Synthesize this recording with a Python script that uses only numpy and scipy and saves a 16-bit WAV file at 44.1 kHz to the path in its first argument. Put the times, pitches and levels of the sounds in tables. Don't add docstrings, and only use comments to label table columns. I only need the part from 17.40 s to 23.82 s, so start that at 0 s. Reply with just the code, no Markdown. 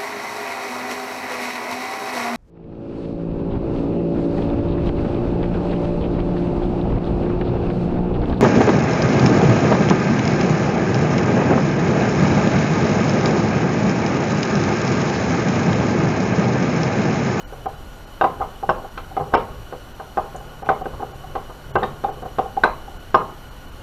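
import sys
import numpy as np
from scipy import signal
from scipy.fft import rfft, irfft
from scipy.io import wavfile
from scipy.ndimage import uniform_filter1d

SR = 44100
rng = np.random.default_rng(int(sys.argv[2]) if len(sys.argv) > 2 else 0)


def bounce(signal):
    frames = np.transpose(np.atleast_2d(signal))
    limited = np.clip(frames, -1, 1)
    pcm = np.round(limited * 32767).astype(np.int16)
    wavfile.write(sys.argv[1], SR, pcm)


def invert_db(level):
    return 10 ** (np.asarray(level, dtype=float) / 20)


N = 283122


def evened(x):
    return x / np.sqrt(np.mean(x ** 2) + 1e-20)


def read(points, hz):
    f, value = np.transpose(points)
    return np.interp(np.log(hz + 1), np.log(f + 1), value)


def add(mix, s, sound):
    part = mix[round(s * SR):][:len(sound)]
    part += sound[:len(part)]


def ring(modes, spread, rise):
    t = np.arange(SR // 5) / SR
    hz, db, t60 = np.transpose(modes)[:, :, None]
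    luck_db, luck_hz = rng.standard_normal((2, len(modes), 1))
    fade = invert_db(db + 1.5 * luck_db - 60 * t / t60)
    waves = fade * np.sin(2 * np.pi * hz * (1 + spread * luck_hz) * t)
    sound = waves.sum(0) * (1 - np.exp(-t / rise))
    return sound / abs(sound).max()


# (f/Hz, level/dB, t60/s)
LOW_MODES = [(266, -9.5, 0.059), (369, -6.5, 0.061), (432, 2.5, 0.061), (500, -1, 0.097), (553.3, 3, 0.039)]
MIDDLE_MODES = [(639, 0.5, 0.049), (700.3, 2, 0.037), (923, -6, 0.071), (971, -1.5, 0.059),
                (1060, 4.5, 0.044), (1118, -5.5, 0.058), (1217, 1, 0.052), (1325, -7, 0.039)]
HIGH_MODES = [(1451, -21.5, 0.045), (1536, -6, 0.031), (1730, -24, 0.025)]


def knock(swell_db, hz, low_db, middle_db, high_db):
    t = np.arange(SR // 5) / SR
    rise_s, steepness = 0.0019, 5.48
    u = t / rise_s
    build = (u / steepness) ** steepness * np.exp(steepness - u)
    lead = invert_db(-10.5) * np.exp(-t / 0.0026) * np.sin(2 * np.pi * 0.885 * hz * t)
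    housing = invert_db(swell_db) * (build * np.sin(2 * np.pi * hz * t) + lead)
    low = invert_db(low_db) * ring(LOW_MODES, spread=0.012, rise=0.002)
    middle = invert_db(middle_db) * ring(MIDDLE_MODES, spread=0.006, rise=0.0025)
    high = invert_db(high_db) * ring(HIGH_MODES, spread=0.005, rise=0.002)
    splash = (low + middle + 0.23 * high + 0.95 * housing) * np.exp(-140 * t)
    return low + middle + high + housing, splash


# (t/s, late swell level/dB, low modes level/dB, middle modes level/dB, high modes level/dB)
BLOWS = [(0.125, -31.5, -26.5, -33, -40), (0.258, -15.5, -21.5, -22, -34), (0.811, -8.5, -12.5, -7, -13),
         (0.84, -7.5, -10, -9.5, -20.5), (1.015, -17, -23.5, -17.5, -41), (1.291, -12.5, -10, -5, -12.5),
         (1.575, -31, -27.5, -24.5, -29), (1.767, -12, -18.5, -15.5, -37), (1.799, -19, -19, -22, -49),
         (1.938, -12, -6, -2.5, -10.5), (2.325, -28, -21, -28, -36), (2.598, -26.5, -28.5, -24.5, -32),
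         (2.772, -10, -13.5, -14, -25), (2.783, -15.5, -48, -17.5, -35), (3.289, -9, -13, -7.5, -12),
         (3.456, -23, -17.5, -25.5, -28), (3.536, -41, -37, -29, -47), (3.953, -17, -18, -19, -30),
         (4.097, -39, -29.5, -28.5, -41), (4.355, -19, -7, -6.5, -24), (4.432, -15.5, -14, -14, -24),
         (4.985, -9.5, -13, -12, -28), (5.236, -23, -10, -3.5, -2), (5.744, -12, -5, -1.5, -11)]
BOUNCES = [
    (1.302, -20, -22, -20, -34),
    (1.949, -37, -19, -10.5, -40),
    (1.9683, -24, -13.5, -18, -30),
    (3.3033, -14, -21, -21, -34),
    (4.3601, -23, -18, -25, -13.5),
    (4.3713, -17.5, -18, -21, -34),
    (5.2455, -15, -33, -23, -27),
    (5.2744, -31, -35, -16, -40),
    (5.8081, -35, -30, -22, -40),
]
# (t/s, late swell level/dB, swell f/Hz, table level/dB)
TAPS = [(1.001, -15.5, 791, -23), (1.228, -15.5, 788, -22.5), (1.384, -35, 706, -30),
        (1.441, -27, 775, -28), (1.708, -31, 763, -35), (1.809, -19, 771, -22), (1.925, -20.5, 766, -25),
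        (2.946, -26, 748, -26.5), (3.004, -32.5, 800, -31.5), (3.223, -24.5, 780, -27),
        (3.261, -24.5, 802, -26), (3.355, -28, 774, -42), (3.412, -20.5, 743, -27),
        (3.597, -27.5, 820, -25.5), (3.622, -19, 773, -20), (3.73, -35, 780, -47), (3.836, -28, 747, -40),
        (4.422, -14, 807, -19), (4.639, -10.5, 798, -16.5), (4.684, -21.5, 768, -22),
        (4.824, -26, 730, -25.5), (4.853, -23.5, 740, -25), (5.018, -24.5, 770, -40),
        (5.053, -23.5, 780, -35), (5.168, -10.5, 788, -23.5), (5.474, -28.5, 793, -38)]


def knocks():
    out = np.zeros((2, N))
    blow_hz = 768
    hits = [(s, swell_db, blow_hz, *table_db) for s, swell_db, *table_db in [*BLOWS, *BOUNCES]]
    hits += [(s, swell_db, hz, db, db - 4.5, db - 15) for s, swell_db, hz, db in TAPS]
    for s, *strength in hits:
        direct, splash = knock(*strength)
        add(out[0], s, direct)
        add(out[1], s, splash)
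    return out


# (t/s, peak level/dB, f/Hz)
PINGS = [(.812, -31, 1260), (.812, -33, 3720), (.813, -29, 2830), (.842, -46, 3830), (.843, -9, 1040),
         (1.017, -22.5, 1276), (1.292, -34, 2980), (1.293, -30, 1217), (1.296, -41, 5370),
         (1.577, -42, 4190), (1.577, -47, 1900), (1.578, -24.5, 1270), (1.943, -35, 5190),
         (1.947, -36, 5380), (3.290, -15, 1185), (4.431, -29.5, 3700), (4.431, -24.5, 1800),
         (4.642, -41, 3675), (5.237, -16, 1110), (5.239, -41.5, 8400), (5.745, -25.5, 2830),
         (5.748, -35.5, 5330)]
# (t/s, peak level/dB, f/Hz, t60/s)
LINGERS = [
    (5.238, -20.5, 3950, 0.028),
    (1.577, -37, 2400, 0.027),
    (4.445, -47, 3750, .32),
    (5.249, -42, 4010, 0.28),
    (5.747, -8.5, 1078, .07),
    (5.77, -47, 4100, .2),
]
# (peak level/dB, f/Hz, t60/s)
TICK = [(-41, 6160, .015), (-41.5, 6850, 0.035), (-44, 8400, .0099), (-46, 8600, .01)]


def pings():
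    out = np.zeros(N)
    grip_t60, tick_s = 0.039, 2.962
    rings = [(*row, grip_t60) for row in PINGS] + [*LINGERS] + [(tick_s, *row) for row in TICK]
    for s, db, hz, t60 in rings:
        pair = [(hz, 0, t60), (1.03 * hz, -8, t60)]
        add(out, s, invert_db(db) * ring(pair, spread=0.0023, rise=0.0013))
    return out


# (f/Hz, level/dB per Hz)
GRIT = [(1500, -37), (1900, 0), (3000, -0.5), (4200, -11.5), (5200, -16.5), (8000, -27), (12000, -46)]


def click(db, hz):
    t, f = np.arange(SR // 5) / SR, np.fft.rfftfreq(SR // 5, 1 / SR)
    colour = invert_db(read(GRIT, f) + 6.3 / (1 + ((f - hz) / 150) ** 2))
    grit = irfft(rfft(rng.standard_normal(len(t))) * colour)
    t60 = 0.044
    return invert_db(db - 60 * t / t60) * 0.41 * evened(grit) * (1 - np.exp(-t / 0.00072))


# (t/s, peak level/dB, strongest f/Hz)
CLICKS = [(0.2586, -35, 3060), (0.8115, -20.5, 2730), (0.841, -21.5, 2020), (1.0204, -36, 1970),
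          (1.294, -20.5, 2800), (1.576, -25, 3100), (1.7674, -30, 2360), (1.939, -15, 2050),
          (1.9492, -12.5, 2210), (2.324, -41, 1860), (2.5984, -43, 2870), (2.773, -28.5, 1850),
          (3.2594, -35, 2570), (3.2903, -20, 1940), (3.457, -35, 2690), (3.954, -31.5, 1870),
          (4.3552, -19, 2000), (4.4326, -22.5, 1830), (4.6418, -32, 3660), (4.9866, -23.5, 1900),
          (5.171, -38, 2310), (5.2375, -14.5, 1940), (5.7443, -19, 2790)]


def clicks():
    out = np.zeros(N)
    for s, db, hz in CLICKS:
        add(out, s, click(db, hz))
    return out


# (t/s, peak level/dB, f/Hz)
THUMPS = [(0.319, -41, 142), (0.83, -36, 165), (1.003, -27, 78.5), (1.283, -25, 157), (1.798, -23.5, 156.4),
          (1.932, -26.5, 82), (2.181, -30, 112), (2.67, -45, 126), (2.772, -36, 105), (2.937, -37, 159),
          (3.279, -27, 160.4), (3.406, -33, 147), (3.531, -27, 67.5), (4.345, -23, 119), (4.901, -38, 117),
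          (4.975, -31, 123.3), (5.226, -32, 166), (5.737, -25.5, 160)]


def thumps():
    out = np.zeros(N)
    t60 = 0.18
    for s, db, hz in THUMPS:
        pair = [(hz, 0, t60), (0.615 * hz, -4, t60)]
        add(out, s, invert_db(db) * ring(pair, spread=0.027, rise=0.0051))
    return out


# (t/s, level/dB)
SHUFFLE = [(0.0, -49), (0.21, -43), (0.62, -49.5), (0.84, -43), (1.55, -50.5), (1.93, -37), (2.63, -53),
           (2.93, -43), (3.25, -44.5), (3.47, -37.5), (4.25, -45.5), (4.43, -32), (4.58, -46), (4.76, -38),
           (5.1, -52), (5.5, -45.5), (5.9, -61), (6.42, -43)]


def shuffle():
    size = invert_db(3.5 * np.minimum(rng.exponential(1, N), 2))
    happens = rng.random(N) < 700 / SR
    grains = size * happens * rng.choice([-1, 1], N)
    rubbed = [*LOW_MODES, (836, -2, 0.038), (1108, -0.5, 0.055), (142.5, 9.0, 0.07)]
    body = ring(rubbed, spread=0.026, rise=0.00046)
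    s, db = np.transpose(SHUFFLE)
    effort = invert_db(np.interp(np.arange(N) / SR, s, db) - 1.5)
    return effort * evened(signal.fftconvolve(grains, body)[:N])


# (f/Hz, t60/s)
ROOM = [(100, 1), (260, 0.39), (700, 0.38), (1840, 0.33), (4850, 0.2), (9000, .12)]


def room(x):
    out, turn = np.zeros(N), np.pi * np.arange(N) / SR * 1.3
    for k in range(3):
        echoes = np.zeros(SR // 2)
        at = np.arange(round(0.008 * SR), SR // 2 - 20, 20)
        bunches = evened(uniform_filter1d(rng.standard_normal(len(at)), 8))
        lumps = evened(invert_db(3.2 * bunches))
        echoes[at + rng.integers(0, 20, len(at))] = rng.choice([-1., 1.], len(at)) * lumps
        hz, t, z = signal.stft(echoes, SR, nperseg=256)
        fade = invert_db(-60 * t / read(ROOM, hz)[:, None])
        tail = signal.istft(z * fade, SR, nperseg=256)[1]
        level = np.sqrt(np.sum(invert_db(-120 * at / SR / 0.44)))
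        feed = np.sqrt(2 / 3) * np.cos(turn + k * np.pi / 3)
        out += signal.fftconvolve(x * feed, tail / level)[:N]
    return invert_db(1) * out


# (f/Hz, level/dB per Hz)
AIR = [(13, -24), (22, 1.5), (86, -9), (206, -18), (243, -16), (420, -22), (830, -20.5), (952, -23.5),
       (1360, -26.5), (2280, -34), (2920, -32), (3530, -36.5), (4270, -42), (13100, -43), (15000, -61)]
# (f/Hz, width/Hz, lift level/dB)
HUMPS = [(820, 110, 1.5), (1448, 137, 9.5), (2967, 100, 12), (4246, 570, 9), (5786, 310, 9), (6870, 65, 9.5),
         (9360, 170, -9), (13200, 207, -1), (14650, 2000, 21)]


def air():
    frames, hz = N // 1024 + 5, np.fft.rfftfreq(4096, 1 / SR)
    a, b, patches = rng.standard_normal((3, 2049, frames))
    patches = evened(uniform_filter1d(uniform_filter1d(patches, 30, 0), 3, 1))
    humps = sum(db / (1 + (2 * (hz - f) / width) ** 2) for f, width, db in HUMPS)
    z = (a + 1j * b) * invert_db((read(AIR, hz) + humps)[:, None] + 0.77 * patches)
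    return invert_db(-37.5) * evened(signal.istft(z, nperseg=4096, noverlap=3072)[1][:N])


def scene():
    direct, splash = knocks()
    sharp, rings = clicks(), pings()
    direct = direct + thumps() + sharp + rings
    splash = splash + invert_db(-3) * sharp + invert_db(-8) * rings
    return (direct + room(splash) + shuffle() + air())[None]


# (t/s, severity level/dB)
DROPOUTS = [(.034, 18), (.054, 18), (.264, 15), (.351, 8), (.65, 12), (1.488, 8), (1.953, 22), (2.528, 9),
            (3.229, 18), (3.423, 15), (3.724, 11), (4.319, 25), (4.363, 25), (4.704, 11), (4.832, 10),
            (5.578, 11), (5.722, 8), (6.091, 11), (6.26, 9), (6.301, 9)]


def thin_treble(x):
    hz, t, z = signal.stft(x, SR, nperseg=1024, noverlap=768)
    hz = hz[:, None]
    dropout_s = 0.02
    starved = sum(db * np.exp(-(2 * (t - s) / dropout_s - 1) ** 4) for s, db in DROPOUTS) / 4.3
    bar = np.interp(hz, [1500, 3000, 7000, 13000], [0, 0.3, 0.7, 0.9])
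    bar = bar + starved * np.interp(hz, [1590, 3100, 12300, 12700], [0.056, 0.28, 0.54, 0.079])
    bar = np.where(hz > 13700, 2.1, bar)
    height = abs(z) / uniform_filter1d(abs(z), 21, 1)
    kept = 1 / (1 + (bar / height) ** 8)
    spare = uniform_filter1d(rng.standard_normal(len(t)), size=round(0.09 / t[1]))
    kept *= np.maximum(hz < 13700, spare > np.quantile(spare, 1 - 0.55))
    return signal.istft(z * kept, SR, nperseg=1024, noverlap=768)[1][:, :N]


def low_pass(x):
    return signal.sosfilt(signal.butter(12, 15150, fs=SR, output="sos"), x)


def record(dry):
    limit = 0.92
    limited = dry / (1 + (dry / limit) ** 6) ** (1 / 6)
    mix = thin_treble(limited)
    return low_pass(mix)


dry = scene()
out = record(dry)
bounce(out)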